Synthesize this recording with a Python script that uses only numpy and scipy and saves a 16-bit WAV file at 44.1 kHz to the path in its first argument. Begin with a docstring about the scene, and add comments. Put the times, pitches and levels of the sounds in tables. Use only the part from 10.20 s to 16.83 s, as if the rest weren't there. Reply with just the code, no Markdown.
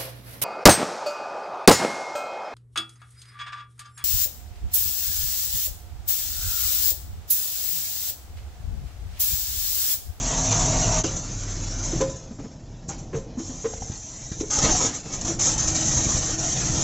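"""Air hisses first, over a humming feeder and the low rumble of a factory hall: a pneumatic packing machine.
At 0.83 s the sound fades out and in at a cut to a second shot, taken elsewhere, near two motors.
Hiss, rumble and clatter are shaped noise, the drives are wavering tones, and strokes and puffs gate the air.
Cylinder knocks ring the steel frame and valves push out air; knocks and pushes also reflect in the hall."""
import sys
import numpy as np
from scipy import signal
from scipy.io import wavfile
from scipy.ndimage import uniform_filter1d

SR = 44100
rng = np.random.default_rng(int(sys.argv[2]) if len(sys.argv) > 2 else 0)


def generate_wav(sig):
    """Save sig (samples, or channels by samples) to the path in sys.argv[1] as 16-bit PCM at SR."""
    pcm = np.round(np.clip(np.atleast_2d(sig).T, -1, 1) * 32767).astype(np.int16)
    wavfile.write(sys.argv[1], SR, pcm)


N = 292383
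CUT_S = .83  # cut from the first shot to the second, taken at another place


def amp(db):
    """Decibels to gain."""
    return 10 ** (np.asarray(db) / 20)


def unit(x):
    """Scales to rms 1."""
    return x / np.sqrt(np.mean(x ** 2) + 1e-20)


def smooth_twice(x, first, second, axes=(-1, -1)):
    """Two moving averages, their lengths given in samples, frames or bins."""
    return uniform_filter1d(uniform_filter1d(x, first, axis=axes[0]), second, axis=axes[1])


def curve(rows, column=1):
    """One column of a time table, joined by straight lines at every sample."""
    rows = np.asarray(rows)
    return np.interp(np.arange(N) / SR, rows[:, 0], rows[:, column])


def by_place(first, second):
    """What is heard at the first place, then from the cut on at the second."""
    return np.where(np.arange(N) < CUT_S * SR, first, second)


def resonate(x, hz, width):
    """Shifts hz down to zero, smooths, and shifts back: a resonance of gain 1."""
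    turn = np.exp(2j * np.pi * hz * np.arange(len(x)) / SR)
    r = np.exp(-np.pi * width / SR)
    return 2 * (turn * signal.lfilter([1 - r], [1, -r], x / turn)).real


def resonate_twice(x, hz, width):
    """Two equal resonances in a row, scaled to rms 1, for steeper skirts."""
    return unit(resonate(resonate(x, hz, width), hz, width))


def noise(spectrum, size, patchy_db, ringing_db, flicker_db):
    """Random short-time spectra with broad patches, thin lingering streaks and a flicker shared by all bins."""
    hop, hz = size // 4, np.fft.rfftfreq(size, 1 / SR)
    real, imag, patches, streaks = rng.standard_normal((N // hop + 5, len(hz), 4)).T
    # axis 0 is frequency, axis 1 is time
    patches = unit(smooth_twice(patches, 8, 7, axes=(0, 1)))
    streaks = unit(smooth_twice(streaks, 2, 16, axes=(0, 1)))
    flicker = unit(uniform_filter1d(rng.standard_normal(real.shape[1]), size=4))
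    f, db = np.transpose(spectrum)
    colour = np.interp(np.log(hz + 1), np.log(f + 1), db)[:, None]
    level_db = colour + patchy_db * patches + ringing_db * streaks + flicker_db * flicker
    frames = (real + 1j * imag) * amp(level_db)
    return unit(signal.istft(frames, nperseg=size, noverlap=size - hop)[1][:N])


def hum(lines):
    """Each line is a tone blended with narrow noise, so that it wavers in level and pitch."""
    t, out = np.arange(N) / SR, 0
    for hz, db, width, steady in lines:
        wavering = resonate_twice(rng.standard_normal(N), hz, width)
        tone = np.sqrt(2) * np.sin(2 * np.pi * (hz * t + rng.random()))
        out = out + amp(db) * (np.sqrt(steady) * tone + np.sqrt(1 - steady) * wavering)
    return out


def hall_rumble():
    """Low noise of the hall, swelling and sinking under everything."""
    # colour of the rumble, relative: [f/Hz, level/dB]
    spectrum = [(8.8, -41), (15, 9.5), (32, -6), (75, -5), (130, -0.5), (189, -8), (317, -12.5),
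                (363, -18.5), (586, -20), (628, -18), (900, -27.5), (1170, -36), (1980, -120)]
    # loudness of the rumble: [t/s, level/dB rms]
    swell = [(0, -29), (.3, -32.5), (.5, -26), (.83, -29.5), (1.1, -37), (1.65, -35.5), (1.76, -27),
             (2.0, -39.5), (2.6, -39.5), (2.95, -35), (3.3, -38), (3.8, -44.5), (4.33, -38), (4.45, -26.5),
             (4.64, -33), (4.8, -41), (5.0, -31.5), (5.5, -31.5), (5.85, -27), (6.17, -33.5), (6.63, -25)]
    return amp(curve(swell)) * noise(spectrum, size=2048, patchy_db=1.0, ringing_db=.8, flicker_db=.8)


def feeder():
    """Vibrating feeder bowl and motors close to the first place, over a steady drone."""
    # drone: [f/Hz, level/dB rms, width/Hz of each resonance, steady share 0-1]
    drone = [(40, -29, 8, .5)]
    # bowl and motors, before their swell: [f/Hz, level/dB rms, width/Hz of each resonance, steady share 0-1]
    bowl_lines = [(107.7, -34, 14, .4), (160, -39, 12, .3), (259, -41, 14, .3), (629.8, -38, 14, .55),
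                  (678.3, -41, 16, .3), (737.5, -45, 16, .2), (791, -49, 16, .2), (915.2, -45, 35, .1),
                  (1160, -51, 16, .1), (6660, -42, 35, 0)]
    # gain on bowl and motors: [t/s, level/dB]
    swell = [(0, -5), (.3, 3), (.83, 4.5)]
    return hum(drone) + hum(bowl_lines) * amp(curve(swell))


def motors():
    """Two motors near the second place, each a group of tones with its own swell."""
    # one list per motor, before its swell: [f/Hz, level/dB rms, width/Hz of each resonance, steady share 0-1]
    motor_lines = [
        [(37.6, -39, 1.3, 0.2), (99.8, -40.5, 4.1, .5), (276, -63.5, 12, 0.5), (1190, -65, 16, 0),
         (1366, -63, 19, .2), (1536, -64, 14, 0), (1773, -64.5, 13, 0)],
        [(127.3, -46.5, 16, .3), (316.7, -48, 12, 0.29), (631, -58, 25, 0), (1842, -57, 85, 0.01)],
    ]
    # gain on each motor: [t/s, first level/dB, second level/dB]
    swell = [(.83, -10, -30), (.9, 2.5, -25), (1.7, 2, -10), (1.95, -14, -18), (4.8, -20, -18),
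             (5.0, -12.5, -8.5), (5.4, -18, 5.5), (6.63, -3.5, 7)]
    return sum(hum(lines) * amp(curve(swell, column=k + 1)) for k, lines in enumerate(motor_lines))


def moving_parts(level):
    """Blurred clatter: nails shaking in the feeder bowl at the first place, slides and chains at the second."""
    # nails in the bowl, relative: [f/Hz, level/dB]
    nail_spectrum = [(120, -32), (200, -16), (264, -9), (566, -5.5), (632, -5), (834, -8), (945, -3.5),
                     (1370, -11.5), (3110, -14), (5500, -13), (7150, -39), (12100, -120)]
    # slides and chains, relative: [f/Hz, level/dB]
    slide_spectrum = [(180, -21.5), (300, -2), (383, -12.5), (738, -7.5), (942, -13), (1280, -13),
                      (1480, -15), (2780, -17), (4640, -15), (5500, -9.5), (7150, -23), (12100, -120)]
    nails = noise(nail_spectrum, size=1024, patchy_db=1.5, ringing_db=2.5, flicker_db=1.3)
    slides = noise(slide_spectrum, size=1024, patchy_db=1.6, ringing_db=3.5, flicker_db=1.1)
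    return level * by_place(nails, slides)


def pushes():
    """Valve exhaust: pressure builds, then drops through zero as the valve lets go."""
    # one swing of pressure each: [t/s of the zero crossing, level/dB, width/s]
    swings = [(1.746, -32.5, 0.0029), (1.783, -29, 0.004), (2.687, -22.5, 0.002), (2.786, -29.5, 0.0046),
              (3.545, -26, 0.0031), (3.58, -28.5, 0.004), (3.619, -27.5, 0.0024), (3.701, -20, .0021),
              (4.119, -19.5, 0.0021), (4.198, -24.5, 0.0033), (4.386, -22, 0.0052), (4.439, -20, 0.0029),
              (4.458, -16, 0.0027), (4.512, -19.5, 0.008), (5.449, -18.5, 0.0034), (5.488, -26, 0.0037),
              (5.776, -17.5, 0.0031), (5.869, -15.5, 0.0022), (5.949, -15, 0.0037), (5.364, -22, 0.0034),
              (6.494, -33, 0.0032)]
    t, out = np.arange(N) / SR, 0
    for s, db, width in swings:
        swing = np.tanh(3 * (s - t) / width)
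        out = out + amp(db) * swing * np.exp(-abs((t - s) / width / 1.5) ** 1.6)
    return out


def knocks():
    """Cushioned, rattling cylinder blows ring the struck parts and the frame, with a dull crack."""
    # rings of the struck parts; one blow may start several:
    # [t/s, level/dB, ring f/Hz, rise/s, crack level/dB and frame level/dB relative to the level]
    rings = [(.841, -20.5, 312, 0.0056, -11, -4), (1.73, -23.5, 340, 0.0074, -21, -13),
             (1.804, -23.5, 533, 0.0088, -6.5, 5), (1.812, -29, 538, .02, -12, -14),
             (1.813, -34, 1006, 0.015, -16, -14), (2.108, -31.5, 230, 0.0086, -22, -16),
             (2.185, -33, 282.5, 0.013, -15, -9), (2.242, -31.5, 239, 0.0087, -18, -4.5),
             (2.69, -36, 793, 0.011, -2.5, -2), (2.928, -30, 380, .012, -10, -1),
             (2.942, -23, 457, 0.0082, -16.5, -8), (2.943, -23.5, 144, 0.014, -25, -11),
             (2.964, -25, 452, 0.0087, -28, -10), (3.172, -23, 243, 0.01, -28, -19),
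             (3.193, -30, 328, 0.0095, -17, -27), (3.291, -30, 261, 0.0098, -24, -12),
             (3.442, -30, 440, 0.004, -6, -21), (3.449, -19, 454.6, 0.0086, -14, -14),
             (3.536, -28.5, 770, 0.0017, -15, -23), (3.621, -31.5, 764, 0.0032, -16, -15),
             (3.755, -42, 4300, 0.0058, -21, -19), (4.209, -20, 309.9, 0.0027, -26, -15),
             (4.23, -26.5, 416, 0.0071, -25, -12), (4.311, -33.5, 1246, 0.013, -21, -10),
             (4.385, -28.5, 1280, 0.0047, -7, -7), (4.44, -27.5, 514, 0.0073, -1.5, 9),
             (4.453, -30, 1260, 0.012, -11, -15), (4.484, -27.5, 316, 0.013, -1.5, -14),
             (4.52, -26.5, 745, 0.008, -19, -13), (4.543, -25, 740, 0.0094, -26, -7),
             (4.604, -33.5, 1300, 0.015, 3, -4), (4.639, -26.5, 257.4, 0.0077, -16, 4),
             (4.854, -30, 156.8, 0.0074, -15.5, -10), (5.089, -27, 334, 0.011, -12, -8),
             (5.257, -37.5, 1314, 0.022, -3.5, 2.5), (5.546, -38, 4360, .015, -10, -9)]
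    # modes of the steel frame: [f/Hz, level/dB, t60/s]
    modes = [(323, -8, .13), (455, -2, .12), (535, -6, .25), (845, -16, .05), (1020, -13, .1),
             (1270, -18, .05)]
    out, t = np.zeros(N + SR), np.arange(SR // 2) / SR
    frame = sum(amp(db - 60 * t / t60) * np.sin(2 * np.pi * hz * t) for hz, db, t60 in modes)
    dull = signal.butter(2, 1300, fs=SR)
    for s, db, hz, rise, crack_db, frame_db in rings:
        rattle = rng.standard_normal(len(t))
        u = t / rise
        push = u * np.exp((1 - u ** 1.16) / 1.06)  # the cushion stops the blow quickly
        contact = resonate_twice(rattle, 0, 130)  # uneven contact shakes level and pitch
        ring = push * np.sin(2 * np.pi * hz * t + .35 * contact) * amp(1.2 * contact)
        shake = signal.fftconvolve(push * rattle, frame)[:len(t)] / np.linalg.norm(push)
        crack = push * unit(signal.lfilter(*dull, rattle))
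        at = round(s * SR)
        out[at:at + len(t)] += amp(db) * (ring + amp(frame_db) * shake + amp(crack_db) * crack)
    return out[:N]


def hall(x):
    """Sparse reflections of random sign, dying away."""
    t60 = 0.66  # s
    # one reflection somewhere in every 20 samples, the first after about 9 ms
    at = np.arange(400, SR // 2 - 20, 20)
    taps = np.zeros(SR // 2)
    signs = rng.choice([-1., 1.], len(at))
    taps[at + rng.integers(0, 20, len(at))] = signs * amp(-60 * at / SR / t60)
    return signal.fftconvolve(x, taps / np.linalg.norm(taps))[:N]


def activity():
    """Gains of hiss and clatter: strokes rise, hold and bleed away, puffs jump and die, all over an idle floor."""
    # working strokes, air blowing while parts move; the hold counts from the opening:
    # [open t/s, rise/s, hold/s, hiss level/dB, clatter level/dB, drift/dB per s during the hold]
    strokes = [(-.35, .75, 1.3, -22, -29, -3), (.83, .003, .965, -40, -44.5, 6),
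               (3.17, .04, 1.12, -39.5, -50, -0.5), (4.298, .01, .37, -25, -33, 5),
               (4.8, .1, .25, -39, -43, 0), (5.188, .01, .14, -21, -31.5, -8.5),
               (5.375, 0.0086, .07, -23.5, -32.5, -3), (5.47, .01, .035, -23.5, -32, -5),
               (5.535, .02, .455, -24, -33.5, -1), (6.0, 0.016, .14, -28, -34, -6),
               (6.172, .02, .7, -27, -35, 4)]
    # short puffs as single valves fire: [peak t/s, rise/s, hiss level/dB, clatter level/dB, t60/s]
    puffs = [(0.461, .03, -23, -34, 0.18), (.59, .04, -26, -38, .4), (.842, .012, -29.5, -32, 0.58),
             (.966, 0.019, -30, -40, 0.17), (1.66, 0.057, -29, -55, 0.36), (1.814, 0.018, -27, -32, 0.11),
             (1.85, .02, -41, -46, 0.99), (1.9, .01, -37.5, -57, 0.23), (1.96, .012, -38, -51, .2),
             (2.03, .02, -50, -58, 0.17), (2.2, 0.022, -51, -52, .3), (2.31, .02, -58, -53, .3),
             (2.691, 0.014, -31.5, -45, 0.18), (2.715, .03, -50, -41, .4), (2.79, .02, -42.5, -53, 0.25),
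             (2.965, .05, -40, -49, .25), (3.19, .01, -45, -48, .15), (3.25, .02, -41, -56, 0.13),
             (3.54, .01, -36.5, -46, 0.16), (3.61, .01, -39, -52, .15), (3.72, .02, -37, -44, .15),
             (4.123, 0.02, -36.5, -38.5, 0.13), (4.212, 0.025, -32.5, -35.5, 0.11),
             (4.389, .005, -17, -36, .06), (4.455, 0.11, -21, -23.5, 0.53), (4.61, .02, -22, -33, .2),
             (4.75, .03, -30, -38.5, .35), (4.944, .06, -29, -39, .2), (5.014, .01, -28, -39, 0.12),
             (5.052, .008, -26, -34, 0.23), (5.08, 0.023, -24, -31, .35), (5.27, 0.032, -23.5, -30, 0.21),
             (5.556, 0.017, -25, -30.5, 0.13), (5.63, .015, -28, -31, 0.16), (5.92, .01, -25.5, -37, .15),
             (5.969, 0.017, -24, -29.5, 0.14)]
    idle_db = [[-60.5], [-56]]  # hiss of leaks, clatter of far machines
    release = np.array([[260], [120]])  # dB per s: pressure bleeds away fast, parts run down slower
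    sputter_db, sputter_s = .6, .025
    t = np.arange(N) / SR
    power = amp(idle_db) ** 2 * np.ones(N)
    for start, rise, hold, hiss_db, clatter_db, drift in strokes:
        u = t - start
        held = amp(drift * np.minimum(u, hold) - release * np.maximum(u - hold, 0))
        same_shot = (start < CUT_S) == (t < CUT_S)
        shape = np.clip(u / rise, 0, 1) * held * same_shot
        power += (amp([[hiss_db], [clatter_db]]) * shape) ** 2
    for s, rise, hiss_db, clatter_db, t60 in puffs:
        near = slice(max(round((s - rise) * SR), 0), round((s + t60) * SR))
        u = t[near] - s
        shape = np.clip(1 + u / rise, 0, 1) ** 2 * amp(-60 * np.maximum(u, 0) / t60)
        power[:, near] += (amp([[hiss_db], [clatter_db]]) * shape) ** 2
    # unsteady flow shakes hiss and clatter together
    span = round(sputter_s * SR / 2)
    sputter = unit(smooth_twice(rng.standard_normal(N), span, span))
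    return np.sqrt(power) * amp(sputter_db * sputter)


def jets(level):
    """Turbulent air from nozzles and valves."""
    # colour of the hiss, peaked by the microphone port, relative: [f/Hz, level/dB]
    spectrum = [(2350, -26.5), (4000, -14.5), (4790, -18.5), (5310, -7), (6130, 4.5), (6810, 2), (7550, -2),
                (7780, -11.5), (8100, -40.5), (8170, -31), (8300, -68), (10800, -98.5), (18300, -120)]
    return level * noise(spectrum, size=1024, patchy_db=1.65, ringing_db=3.0, flicker_db=.8)


def cut_fade():
    """Gain that fades out and back in at the cut."""
    fade_out_s, fade_in_s, dip_db = .035, .012, -16
    t = np.arange(N) / SR - CUT_S
    depth = np.clip(np.minimum(1 + t / fade_out_s, 1 - t / fade_in_s), 0, 1)
    return amp(dip_db * depth ** 2)


def scene():
    """Knocks and pushes ring in the hall over the other layers; one microphone feeds both channels."""
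    hiss_level, clatter_level = activity()
    background = hall_rumble() + by_place(feeder(), motors())
    blows = pushes() + knocks()
    reflections = amp(-9.5) * hall(blows)
    machine = moving_parts(clatter_level) + blows + reflections + jets(hiss_level)
    mono = (background + machine) * cut_fade()
    return np.array([mono, mono])


def record(dry):
    """A small microphone's bass roll-off, then the band limit of a voice-grade recorder."""
    bass_hz, edge_hz = 24, 7980
    thin = signal.lfilter(*signal.butter(2, bass_hz, "high", fs=SR), dry)
    band = signal.firwin(1023, edge_hz, window=("kaiser", 9), fs=SR)
    return signal.oaconvolve(thin, band[None], "same")


dry = scene()
out = record(dry)
generate_wav(out)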